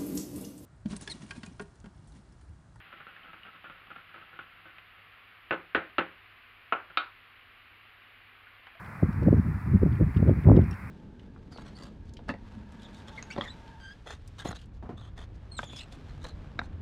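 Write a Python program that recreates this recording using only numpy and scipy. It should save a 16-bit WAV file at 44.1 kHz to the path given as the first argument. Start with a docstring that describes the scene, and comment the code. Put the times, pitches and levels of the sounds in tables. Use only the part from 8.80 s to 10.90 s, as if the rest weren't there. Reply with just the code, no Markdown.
"""Garden gusts and a whirligig

A small microphone stands out in a garden, buffeted by gusts: a low rumble that breaks into a
brighter flutter, with single eddies thumping on the port. Nearby a whirligig bird turns, its wings
clacking and ticking faintly on their axle. Behind it, leaves rustle and distant trees rush steadily."""
import sys
import numpy as np
from scipy import signal
from scipy.fft import rfft, irfft, next_fast_len
from scipy.io import wavfile
from scipy.ndimage import uniform_filter1d, minimum_filter1d, map_coordinates

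SR = 44100
rng = np.random.default_rng(int(sys.argv[2]) if len(sys.argv) > 2 else 0)


def to_wav(sig):
    """Store sig (one row per channel, or 1-D mono) as 16-bit WAV at the path in sys.argv[1].

    Samples outside -1..1 are clipped; the rate is SR.
    """
    pcm = np.clip(np.atleast_2d(sig), -1, 1) * 32767
    pcm = np.round(pcm).astype(np.int16)
    wavfile.write(sys.argv[1], SR, pcm.T)  # frames by channels


N = 92610

# gusts on the microphone: t/s, rumble level/dB, flutter level/dB, rise/s, fall/s
GUSTS = [(0.228, -21.5, -31.5, 0.0038, 0.027), (.43, -25, -35, 0.013, 0.023),
         (0.485, -18, -27, 0.027, 0.011), (0.531, -24, -30.5, 0.018, 0.016),
         (0.578, -20, -36.5, 0.019, 0.014), (.947, -20.5, -41.5, 0.033, 0.026),
         (1.033, -20, -29.5, .014, 0.01), (1.063, -19.5, -32, 0.005, 0.017),
         (1.222, -18.5, -29.5, 0.023, 0.017), (1.366, -15, -44.5, 0.0055, 0.01),
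         (1.401, -19, -33, 0.0088, 0.0069), (1.427, -15.5, -54, 0.0045, 0.0069),
         (1.496, -18, -29.5, 0.047, 0.033), (1.58, -32.5, -41, 0.019, .015), (1.692, -16, -21, 0.032, .022),
         (1.717, -22, -18.5, 0.015, 0.018), (1.774, -15, -25, 0.034, 0.027), (1.824, -20, -37, 0.019, .02)]
# breeze on the port between gusts: t/s, level/dB
BREEZE_LEVEL = [(0, -52.5), (.08, -47), (.2, -40.5), (.29, -32), (.33, -37.5), (.38, -25.5), (.46, -31.5),
                (.58, -29), (.63, -33.5), (.69, -30.5), (.77, -29.5), (.8, -44.5), (.86, -27.5),
                (.99, -28.5), (1.11, -25.5), (1.17, -29), (1.28, -27.5), (1.34, -41.5), (1.38, -25),
                (1.53, -32), (1.58, -25.5), (1.62, -36.5), (1.7, -13.5), (1.83, -28.5), (1.92, -32),
                (1.97, -49.5), (2.04, -40.5), (2.1, -38.5)]
# spectrum of the wind's low rumble: f/Hz, level/dB
RUMBLE_SPECTRUM = [(22, -66.5), (31, -45), (40, -22.5), (58, -0.5), (100, 2), (190, -5), (280, -15.5),
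                   (400, -29), (600, -47), (1000, -95.5)]
# spectrum of its brighter flutter: f/Hz, level/dB
FLUTTER_SPECTRUM = [(100, -21.5), (220, 3), (340, 3), (550, -11), (750, -22), (1100, -27.5), (1700, -35.5),
                    (3000, -71.5)]
# eddies hitting the port: t/s, peak level/dB, centre f/Hz
EDDIES = [(.229, -19.5, 424), (0.2334, -10.5, 204), (0.2912, -16.5, 139), (.474, -8, 199),
          (0.4843, -8.5, 344), (.509, -11, 118), (.529, -9, 298), (0.545, -12, 172), (.597, -10, 153),
          (.9575, -15.5, 177), (1.034, -12, 280), (1.064, -22.5, 357), (1.212, -16.5, 277),
          (1.429, -19.5, 378), (1.495, -13.5, 390), (1.514, -14, 222), (1.673, -8.5, 127.7),
          (1.688, -12, 495), (1.698, -16.5, 700), (1.705, -9, 286), (1.717, -9.5, 462), (1.769, -9, 174.4),
          (1.7776, -10, 273), (1.791, -17.5, 433), (1.795, -9.5, 133)]
# dull clacks of the wings: t/s, peak level/dB, pitch ratio
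WING_CLACKS = [(.045, -55, 1.1), (.06, -51, 0.9), (0.326, -55, 0.81), (0.431, -56, 0.8),
               (0.524, -59.5, 0.82), (1.12, -56.5, 1), (1.126, -49.5, 0.92), (1.153, -50.5, 0.87),
               (1.345, -50, .9), (1.364, -46, 0.92), (1.37, -45, 1), (1.477, -54, 1.1),
               (1.492, -52.5, 0.92), (1.635, -51.5, 0.97), (1.763, -42, 1.03), (1.813, -54, 1.1),
               (1.928, -48, 1)]
# modes of a wing at pitch ratio 1: f/Hz, level/dB, t60/s
WING_MODES = [(2772, -2.5, 0.047), (3110, 5, 0.017), (3636, -1, .024), (5000, -10, 0.039)]
# bright ticks of the axle: t/s, peak level/dB
AXLE_TICKS = [(.328, -54), (.43, -53), (0.578, -57), (1.082, -61.5), (1.839, -53.5), (1.9105, -41.5),
              (1.926, -52), (1.939, -52)]
# modes of the axle at pitch ratio 1: f/Hz, level/dB, t60/s
AXLE_MODES = [(2780, -4, 0.027), (4700, -6.5, 0.018), (5700, -2, 0.027), (10200, -7.5, .02)]
# rush of the distant trees: t/s, level/dB
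TREES_LEVEL = [(0, -46.5), (.17, -46), (.4, -46.5), (1.2, -48), (1.7, -48), (2.1, -48.5)]
# spectrum of that rush: f/Hz, level/dB
TREES_SPECTRUM = [(30, -35.5), (60, -6), (100, 9), (180, -4.5), (300, -8), (600, -6), (1050, 0), (1500, -1),
                  (2000, -4), (2450, -10), (2900, -28), (3600, -42), (6000, -74.5)]
# rustle of the nearer leaves: t/s, level/dB
LEAVES_LEVEL = [(0, -62), (.08, -62), (.2, -65.5), (1.0, -66.5), (1.35, -57.5), (1.85, -55.5), (2.1, -55)]
# spectrum of that rustle: f/Hz, level/dB
LEAVES_SPECTRUM = [(900, -34.5), (1600, -2), (2100, 2), (2500, -2.5), (2900, -22), (3700, -28), (4800, -32),
                   (6500, -41)]
# spectrum of a thin background hiss: f/Hz, level/dB
HISS_SPECTRUM = [(500, 2.5), (3000, 2.5), (5000, 5), (6300, -3), (8000, 0), (10500, 2), (15500, -1)]

RUMBLE_DB, FLUTTER_DB, HISS_DB = 1, 2.5, -67
EDDY_WIDTH_RAD = 1.836  # half-length of an eddy's pressure swing
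SOFT_HZ, SOFT_AT_DB, DB_PER_OCTAVE = 6000, -54.5, 9.5  # a light contact's treble limit; harder opens it
LOW_CUT_HZ, TOP_HZ = 47.5, 15830
CEILING_DB, LIMITER_HOLD_S = -3.5, 0.015


def wind():
    """Right on the microphone, gusts swell over the breeze; only they are fast enough to flutter."""
    t = np.arange(N) / SR
    rumble_power, flutter_power = envelope(BREEZE_LEVEL) ** 2, np.zeros(N)
    for at, rumble_db, flutter_db, rise, fall in GUSTS:
        swell = np.exp(-np.abs((t - at) / np.where(t < at, rise, fall)) ** 2.31)
        rumble_power += (amp(rumble_db) * swell) ** 2
        flutter_power += (amp(flutter_db) * swell) ** 2
    rumble = amp(RUMBLE_DB + 2.3 * wobble(70)) * turbulence(RUMBLE_SPECTRUM, window=900)
    flutter = amp(FLUTTER_DB + 1.6 * wobble(110)) * turbulence(FLUTTER_SPECTRUM, window=600)
    return np.sqrt(rumble_power) * rumble + np.sqrt(flutter_power) * flutter


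def turbulence(spectrum, window):
    """Churning air: noise with its power evened out over a window of samples, for the gusts to shape."""
    churn = noise(spectrum)
    power = uniform_filter1d(np.abs(signal.hilbert(churn)) ** 2, window)
    power = np.abs(uniform_filter1d(power, window))
    return unit(churn / np.sqrt(power + 1e-6))


def eddies():
    """Each eddy is a short swing of pressure at the port; smaller ones pass faster and sound higher."""
    t, thumps = np.arange(N) / SR, np.zeros(N)
    for at, db, hz in EDDIES:
        phase = 2 * np.pi * hz * (t - at)
        swing = np.sin(phase) * np.exp(-(phase / EDDY_WIDTH_RAD) ** 2 / 2)
        thumps += amp(db) * swing / swing.max()
    return thumps


def whirligig():
    """Near the microphone, the wings clack and the axle ticks as the ornament turns."""
    clacks = sum(strike(at, db, WING_MODES, pitch, scrape_db=-4.5, scrape_t60=0.045,
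                        scrape_hz=[2200, 5000]) for at, db, pitch in WING_CLACKS)
    ticks = sum(strike(at, db, AXLE_MODES, pitch=0.97, scrape_db=-2.5, scrape_t60=0.022,
                       scrape_hz=[2500, 11000]) for at, db in AXLE_TICKS)
    return clacks + ticks


def strike(at, db, modes, pitch, scrape_db, scrape_t60, scrape_hz):
    """A light contact: a few short modes and a dying scrape, duller the softer it is."""
    t = np.arange(SR // 10) / SR
    ring = sum(amp(level + rng.normal(0, 1.7) - 60 * t / t60) * np.sin(2 * np.pi * hz * pitch * t)
               for hz, level, t60 in modes)
    band = signal.butter(2, scrape_hz, "band", fs=SR, output="sos")
    scrape = signal.sosfilt(band, rng.standard_normal(len(t))) * amp(scrape_db - 60 * t / scrape_t60)
    edge_hz = SOFT_HZ * 2 ** ((db - SOFT_AT_DB) / DB_PER_OCTAVE)
    soften = signal.butter(2, min(edge_hz, TOP_HZ), fs=SR, output="sos")
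    attack = 1 - np.exp(-t / 0.0016)
    hit = signal.sosfilt(soften, (ring + scrape) * attack)
    return np.pad(amp(db) * hit / np.abs(hit).max(), (round(at * SR), N))[:N]


def garden():
    """The bed of the place: trees rushing far off, leaves rustling nearer, a thin steady hiss."""
    trees = envelope(TREES_LEVEL) * noise(TREES_SPECTRUM)
    leaves = envelope(LEAVES_LEVEL) * noise(LEAVES_SPECTRUM)
    return trees + leaves + amp(HISS_DB) * noise(HISS_SPECTRUM)


def amp(db):
    """Decibels to gain."""
    return 10 ** (np.asarray(db) / 20)


def envelope(points):
    """A gain curve through points of t/s, level/dB."""
    return amp(np.interp(np.arange(N) / SR, *np.transpose(points)))


def unit(x):
    """Scale to rms 1."""
    return x / np.sqrt(np.mean(x ** 2) + 1e-20)


def filtered(x, response):
    """Shape x by a gain given as a function of f/Hz."""
    size = next_fast_len(N + SR // 2)
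    return irfft(rfft(x, size) * response(np.fft.rfftfreq(size, 1 / SR)), size)[:N]


def noise(spectrum):
    """Noise of rms 1, its spectrum drawn through points of f/Hz, level/dB."""
    f, db = np.transpose(spectrum)
    white = rng.standard_normal(N)
    return unit(filtered(white, lambda hz: amp(np.interp(np.log(hz + 1), np.log(f), db))))


def wobble(rate):
    """A smooth random curve, rate knots a second."""
    knots = rng.standard_normal(int(N * rate / SR) + 4)
    return map_coordinates(knots, [np.arange(N) * rate / SR])


def scene():
    """One microphone in the garden: wind on the port, the whirligig nearby, trees in the distance."""
    return (wind() + eddies() + whirligig() + garden())[None]


def record(dry):
    """The microphone drops the deepest bass, a limiter holds the peaks, and the top treble is cut."""
    low_cut = signal.butter(4, LOW_CUT_HZ, "high", fs=SR, output="sos")
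    mic = signal.sosfilt(low_cut, dry[0])
    hold = int(LIMITER_HOLD_S * SR)
    needed_gain = np.minimum(1, amp(CEILING_DB) / (np.abs(mic) + 1e-9))
    held_gain = minimum_filter1d(needed_gain, hold)
    smooth_gain = uniform_filter1d(uniform_filter1d(held_gain, hold // 2), hold // 2)
    return filtered(mic * smooth_gain, lambda hz: hz < TOP_HZ)[None]


dry = scene()
out = record(dry)
to_wav(out)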